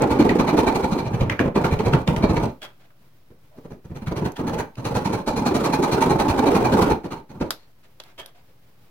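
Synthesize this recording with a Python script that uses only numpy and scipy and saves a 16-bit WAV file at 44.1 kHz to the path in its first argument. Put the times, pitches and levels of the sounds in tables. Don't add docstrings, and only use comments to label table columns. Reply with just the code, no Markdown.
import sys
import numpy as np
from scipy import signal
from scipy.fft import rfft, irfft
from scipy.io import wavfile
from scipy.ndimage import uniform_filter1d

SR = 44100
rng = np.random.default_rng(int(sys.argv[2]) if len(sys.argv) > 2 else 0)


def decibels_to_gain(level_db):
    exponent = np.asarray(level_db, float) / 20
    return 10 ** exponent


def pcm_store(signal):
    levels = np.round(np.clip(np.atleast_2d(signal), -1, 1) * 32767)
    wavfile.write(sys.argv[1], SR, levels.astype(np.int16).T)


N = 392490
SIZE, PAD = 10240, 512
HZ, T = np.maximum(np.fft.rfftfreq(SIZE, 1 / SR), 1), np.arange(SIZE) / SR
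LEAD_S = .008

# f/Hz, likeness/0-1
COHERENCE = [(100, 0.94), (300, 0.89), (700, 0.5), (1500, 0), (4000, 0.04)]


def unit(x):
    return x / np.sqrt(np.mean(x ** 2))


def on_log(table, hz=HZ):
    at, value = np.transpose(table)
    return np.interp(np.log(hz), np.log(np.maximum(at, 1)), value)


def modes(table):
    response = 0
    for k, (f, width, db) in enumerate(table):
        damping = 1j * HZ * width
        response = response + (-1) ** k * decibels_to_gain(db) * damping / (f * f - HZ ** 2 + damping)
    return response


def soft(hz):
    return 1 / (1 + 1j * HZ / hz)


def through(x, response):
    return irfft(rfft(x) * response, x.shape[-1])


def played(drive, envelope, response):
    steady = np.sqrt(2 * np.sum(np.abs(rfft(drive) * response) ** 2)) / SIZE
    return through(drive * envelope, response) / steady


def swell(length, db, rise_s, sag_db, fall_s):
    fade = np.exp(-np.maximum(T - length + fall_s, 0) / fall_s)
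    rise = np.sin(np.pi / 2 * np.minimum(T / rise_s, 1)) ** 2
    return decibels_to_gain(db - sag_db * T / length) * rise * fade


def pair(alike, size):
    mid, side = rng.standard_normal((2, size))
    alike = np.clip(alike, -1, 1)
    mid = through(mid, np.sqrt((1 + alike) / 2))
    side = through(side, np.sqrt((1 - alike) / 2))
    return np.array([mid + side, mid - side])


def teeth(length, rate_hz, jitter=.35, scatter_db=3.0):
    speed = .8 + .4 * np.sin(np.pi * np.minimum(T / length, 1))
    at = np.flatnonzero(np.diff(np.floor(.6 + np.cumsum(rate_hz * speed / SR))))
    chance = rng.standard_normal((300, 2))[:len(at)]
    knocks = np.zeros(SIZE)
    moved = (at + jitter * chance[:, 0] * SR / rate_hz).astype(int) % SIZE
    np.add.at(knocks, moved, decibels_to_gain(scatter_db * chance[:, 1]))
    return unit(knocks - np.mean(knocks))


def shifted(table, spread, scatter_db):
    chance = rng.standard_normal((len(table), 2))
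    return [(f * (1 + spread * a), w, db + scatter_db * b) for (f, w, db), (a, b) in zip(table, chance)]


def stroke(length, blade_db, bench_db, ring_db, rate_hz, sing_db, tilt_db):
    # f/Hz, width/Hz, level/dB
    bench_modes = [(45, 37, -3), (132, 62.5, 2.5), (330, 236, -8.5), (538, 117, -16)]
    board_modes = [(879.4, 61, 5), (878, 590, -6.5), (1540, 310, -14)]
    blade_modes = [(2353, 76, -2.5), (4130, 320, 0.5), (6126, 330, -2.5), (7370, 410, -7),
                   (9820, 1300, -10.5)]
    # f/Hz, level/dB
    fibres = [(300, 1), (1500, -7), (3000, -15), (5000, -28), (8000, -38), (16000, -23)]
    length = length + LEAD_S
    knocks = teeth(length, rate_hz)
    rub = rng.standard_normal((3, SIZE))
    slow = np.log2(250 / rate_hz)

    push = unit(through(knocks, soft(700.))) + 0.51 * unit(through(rub[0], soft(380.0)))
    weight = (np.maximum(HZ, 120) / 220) ** (-1.2 * slow)
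    body = modes([(rate_hz, 0.47 * rate_hz, -2.)]) + modes(shifted(bench_modes, 0.047, 1.9)) * weight
    bench = played(push, swell(length, bench_db + 1.0, 0.024, 7.5, 0.0093), body)

    ring = swell(length, ring_db + 0.5, 0.032, 10.33, 0.022)
    board = played(knocks + 1.9 * rub[1], ring, modes(shifted(board_modes, 0.025, 0.78)))

    gate = 6.6 + unit(np.abs(through(knocks, soft(100.0))))
    crackle = rub[2] * gate * decibels_to_gain(0.41 * rng.exponential(size=SIZE))
    hiss = decibels_to_gain(on_log(fibres) - 1.0 + tilt_db * np.log2(np.maximum(HZ / 3000, 1)))
    sing = decibels_to_gain(sing_db + 2.7 * tilt_db * np.log2(HZ / 3000)) * modes(shifted(blade_modes, 0.012, 0.4))
    cut = swell(0.92 * length, blade_db + 6.5, .024 - 0.012 * slow, 10.8 + 6.9 * slow, .012)
    return bench + board + played(crackle, cut, sing + hiss)


def strokes():
    # t/s, pull force level/dB, bite level/dB, return force level/dB (-99 = the saw stalls or lifts)
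    fast_cut = [(-.052, -23, -17.5, -99), (.006, -14, -29.5, -24.5), (.098, -17.5, -27, -21.5),
                (.188, -12, -30.5, -16.5), (.283, -18, -32.5, -21.5), (.386, -17.5, -30.5, -21),
                (.47, -22, -32, -19), (.567, -17, -30.5, -20.5), (.662, -19, -31, -24.5),
                (.744, -21, -35, -24), (.826, -19, -37, -28), (.91, -16.5, -35.5, -24.5),
                (.978, -24.5, -36, -29), (1.045, -26, -41.5, -27)]
    choppy_cut = [(1.131, -17, -37, -23), (1.199, -19, -36, -25.5), (1.296, -26, -33.5, -60),
                  (1.391, -15.5, -30.5, -21), (1.549, -17.5, -36, -25.5), (1.64, -15, -31, -29),
                  (1.709, -17.5, -35, -29.5), (1.789, -15, -34, -27), (1.851, -15, -32.5, -24),
                  (1.924, -13.5, -32.5, -29), (2.069, -13.5, -36.5, -26.5), (2.158, -19.5, -34, -25),
                  (2.225, -13, -30.5, -26), (2.29, -13, -33.5, -24), (2.356, -19, -36, -22),
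                  (2.423, -16, -38.5, -43)]
    new_kerf = [(3.298, -45.5, -77, -99), (3.563, -43.5, -62, -99), (3.64, -38, -59.5, -67),
                (3.703, -33.5, -55, -99), (3.845, -36, -56, -99), (3.897, -26.5, -60, -63),
                (3.952, -29.5, -44.5, -99), (4.015, -30, -48.5, -99), (4.065, -20.5, -35.5, -99),
                (4.11, -22, -41, -99), (4.159, -27, -38, -23), (4.245, -22, -35.5, -99),
                (4.379, -24.5, -43, -24.5), (4.469, -21, -33, -24.5), (4.528, -23, -34.5, -23.5),
                (4.581, -24.5, -32, -99)]
    steady_cut = [(4.771, -28, -47.5, -35), (4.845, -28, -36, -27.5), (4.945, -25.5, -35.5, -30.5),
                  (5.046, -24, -34.5, -25), (5.124, -20.5, -35.5, -31.5), (5.265, -26, -35.5, -31.5),
                  (5.36, -21.5, -36, -25), (5.454, -22, -31.5, -25.5), (5.539, -20, -33.5, -23.5),
                  (5.635, -21, -32, -24), (5.723, -24.5, -32, -22), (5.821, -22, -31, -25),
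                  (5.911, -21, -31, -22.5), (6.006, -21, -29, -20), (6.091, -19, -33, -21.5),
                  (6.187, -22.5, -32, -22.5), (6.28, -19.5, -32, -21.5), (6.373, -18.5, -33.5, -20.5),
                  (6.456, -17, -32, -20.5), (6.541, -16, -32.5, -21), (6.64, -16.5, -31, -22),
                  (6.716, -15.5, -33, -18.5), (6.807, -17, -33, -21.5), (6.896, -15.5, -31, -99)]
    last_fibres = [
        (7.036, -30.5, -45, -47),
        (7.107, -29, -40, -43),
        (7.292, -37, -53.5, -40.5),
        (7.402, -21, -41.5, -40.5),
    ]
    # t/s, blade ring level/dB, hiss tilt/dB per octave, tooth rate f/Hz, board over bite level/dB
    kerf = [(0, -2.5, -5, 261.8, 3), (.75, -2.5, -3.5, 275.1, 12), (1.001, -1.5, -3.5, 234.6, 9),
            (1.141, -5.5, -4, 158.8, 5), (1.302, -11.5, -4, 188.6, -9), (1.55, -5.5, -4, 217.9, 11),
            (1.852, -6.5, -3, 158.8, 7), (2.102, 2, -5.5, 216.8, 9.5), (2.5, -5.5, -2, 173.6, 12),
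            (3.5, -10, 0, 189, -2), (4.098, -7.5, -2, 193.7, 0), (4.399, -11, -1.5, 255, 5),
            (4.702, -6.5, -2, 201.2, 8.5), (5.3, -0.5, -2, 243.5, 9.5), (5.852, -4.5, -2, 292.9, 10.5),
            (6.052, -4, -2, 250.7, 10), (6.7, -5, -3, 299.5, 13), (7.402, -5, -2.5, 184.6, 7.5)]
    longest_stroke_s = .104
    speed_scatter, return_speed = .06, 1.15
    return_blade_db, return_ring_db = -17, -15

    table = fast_cut + choppy_cut + new_kerf + steady_cut + last_fibres
    at, *columns = np.transpose(kerf)
    for (s, pull_db, bite_db, back_db), (later, *_) in zip(table, table[1:] + [(np.inf,)]):
        if later - s > longest_stroke_s:
            pull_s, back_at_s, back_s = .033, .042, .055
        else:
            pull_s, back_at_s, back_s = (later - s) * np.array([.46, .55, .42])
        sing_db, tilt_db, rate_hz, ring_db = (np.interp(s, at, column) for column in columns)
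        rate_hz = rate_hz * (1 + speed_scatter * rng.standard_normal())
        yield s - LEAD_S, stroke(pull_s, bite_db, pull_db, bite_db + ring_db, rate_hz, sing_db, tilt_db)
        if back_db > -80:
            back = stroke(back_s, bite_db + return_blade_db, back_db, back_db + ring_db + return_ring_db,
                          return_speed * rate_hz, sing_db, tilt_db)
            yield s + back_at_s - LEAD_S, back


def shop(hz):
    # f/Hz, level/dB per Hz
    rumble = [(34, -11.5), (78, -11), (124, -4), (221, -14.5), (616, -20), (4910, -32), (7870, -39),
              (16000, -31)]
    level_db = -59.5
    air = through(pair(on_log(COHERENCE, hz), size=N), decibels_to_gain(on_log(rumble, hz)))
    waver = unit(uniform_filter1d(rng.standard_normal(N), size=3000))
    return unit(air) * decibels_to_gain(level_db + 1.4 * waver)


def tick(db, hz, t60, knock_db, edge_db):
    crack = 0.14 * rng.standard_normal(SIZE) * np.exp(-np.log(1000) * T / max(t60, .002))
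    crack[0] = 1
    middle = modes([(hz, 0.54 * hz, 0)]) * modes([(hz, 1.06 * hz, 0)])
    knock = modes([(607, 840, -1), (2000, 1270, -5.5)])
    edge = modes([(11200, 2700, 0)]) ** 2
    total = 0
    for response, rel_db in [(middle, 0), (knock, knock_db), (edge, edge_db)]:
        x = through(crack, response)
        total = total + decibels_to_gain(db + rel_db - 0.5) * x / np.max(np.abs(x))
    return total


def snaps():
    # t/s, peak level/dB, centre f/Hz, T60/s, top edge level/dB
    table = [
        (.021, -19, 6600, 0.013, -25),
        (4.32, -36, 6500, 0.007, -6),
        (4.755, -39, 3600, 0.0089, -30),
        (7.5065, -8.5, 4480, 0.0059, -8),
        (7.5124, -30.5, 9000, .07, -20),
        (8.0001, -28.5, 4350, 0.0033, -28.5),
        (8.0016, -25.5, 3200, 0.0043, -30),
        (8.0374, -39, 3700, .005, -4),
        (8.2603, -32, 3520, 0.0065, 0.5),
    ]
    for s, db, centre_hz, t60, edge_db in table:
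        yield s, tick(db, centre_hz, t60, -8, edge_db)


def tooth_catches():
    # t/s, peak level/dB, centre f/Hz, T60/s, wood knock level/dB
    table = [(0.2925, -15.5, 1750, 0.016, -8.5), (1.298, -14.5, 1700, 0.01, -18),
             (1.3926, -16, 1340, 0.0077, -29), (1.6433, -23.5, 1380, 0.021, -6),
             (1.935, -16.5, 1470, 0.0086, -13), (1.556, -25, 1700, 0.011, -3.5),
             (2.0758, -18.5, 1970, 0.019, -4), (1.209, -26.5, 2540, .012, -4),
             (1.791, -29, 2400, .012, -12), (2.163, -25, 2300, 0.015, -10),
             (2.369, -27.5, 2280, 0.026, -18), (2.905, -64, 1210, 0.017, 11.5),
             (4.0717, -30.5, 1360, 0.0099, -28)]
    for s, *controls in table:
        yield s, tick(*controls, edge_db=-37)


def scrape(length, db, hz, squeak_db):
    # f/Hz, level/dB
    rubbing = [(100, -3), (400, 3.5), (1500, 1), (3500, -2.5), (5000, -8), (9000, -17.5), (16000, -19)]
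    grit = rng.standard_normal(SIZE) * decibels_to_gain(2.95 * rng.exponential(size=SIZE))
    colour = decibels_to_gain(on_log(rubbing) - 14.5) + modes([(hz, 0.045 * hz, squeak_db + 6.0)])
    return played(grit, swell(length, db, 0.019, 2.2, 0.0099), colour)


def scrapes():
    # t/s, length/s, level/dB, squeak f/Hz, squeak level/dB
    table = [(2.611, 0.05, -41, 3310, -12.5), (2.786, 0.083, -64.5, 690, -11),
             (3.503, 0.056, -58.5, 640, 28), (7.824, 0.042, -60, 6500, -38.5),
             (7.549, 0.11, -65, 4300, -12), (8.033, 0.092, -61, 2170, -19), (8.174, 0.04, -39, 3240, -10.5),
             (8.262, 0.04, -60, 3400, -19), (8.339, 0.07, -63.5, 710, -10), (8.473, 0.046, -68, 497, -9),
             (8.834, 0.057, -75, 2500, -16), (4.352, 0.027, -41, 3300, -17)]
    for s, *controls in table:
        yield s, scrape(*controls)


def echo(x, noise, t60):
    decay = np.exp(-2 * np.log(1000) / (t60 * SR))
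    tail = noise * np.sqrt(signal.lfilter([1], [1, -decay], x ** 2))
    return rfft(tail / np.sqrt(np.sum(tail ** 2) / 2))


def propagation():
    # f/Hz, level/dB
    left_over_right = [(60, 0), (380, -1), (700, -5), (1290, -1.5), (2380, -3), (4400, 2), (8120, 4.5),
                       (15000, 1)]
    # f/Hz, level/dB
    room = [(100, -6), (600, 6), (2500, 0.5), (8000, -7), (16000, 0.5)]
    port_lag_s, bench_top_db = .00009, 3
    side = decibels_to_gain(np.array([[.5], [-.5]]) * on_log(left_over_right))
    delay = np.exp(-2j * np.pi * HZ * np.array([[0], [port_lag_s]]))
    bounce = side * decibels_to_gain(bench_top_db) * np.abs(1 - soft(480.0))
    return side * delay, bounce, side * decibels_to_gain(on_log(room))


def add(out, s, x, air, paths, wet_db=0, t60=0.24):
    direct, bounce, late = paths
    x = np.roll(x, PAD)
    first = rng.integers(air.shape[1] - 2 * SIZE)
    near, far = air[:, first:first + SIZE], air[:, first + SIZE:first + 2 * SIZE]
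    spectrum = rfft(x)
    colour = np.sqrt(uniform_filter1d(np.abs(spectrum) ** 2, size=27))
    bench_top_t60_s = 0.017
    wet = colour * (bounce * echo(x, near, bench_top_t60_s) + late * echo(x, far, t60))
    i = SIZE + int(s * SR) - PAD
    out[:, i:i + SIZE] += irfft(spectrum * direct + decibels_to_gain(wet_db) * wet, SIZE)


def scene():
    out = np.zeros((2, N + 2 * SIZE))
    hz = np.maximum(np.fft.rfftfreq(N, 1 / SR), 1)
    air = pair(on_log(COHERENCE, hz), size=N)
    paths = propagation()
    for s, x in strokes():
        add(out, s, x, air, paths)
    for s, x in snaps():
        add(out, s, x, air, paths, wet_db=-3.0, t60=0.16)
    for s, x in tooth_catches():
        add(out, s, x, air, paths, wet_db=3.5)
    for s, x in scrapes():
        add(out, s, x, air, paths, wet_db=-0.5)
    return out[:, SIZE:SIZE + N] + shop(hz)


def top_cut(x):
    return signal.sosfilt(signal.butter(12, 16960, fs=SR, output="sos"), x)


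def record(dry):
    top_hz = 15900
    low_pass = signal.ellip(8, .2, 40, top_hz, fs=SR, output="sos")
    mix = signal.sosfilt(low_pass, 1.148 * np.tanh(dry)) - .0027
    return top_cut(mix)


dry = scene()
out = record(dry)
pcm_store(out)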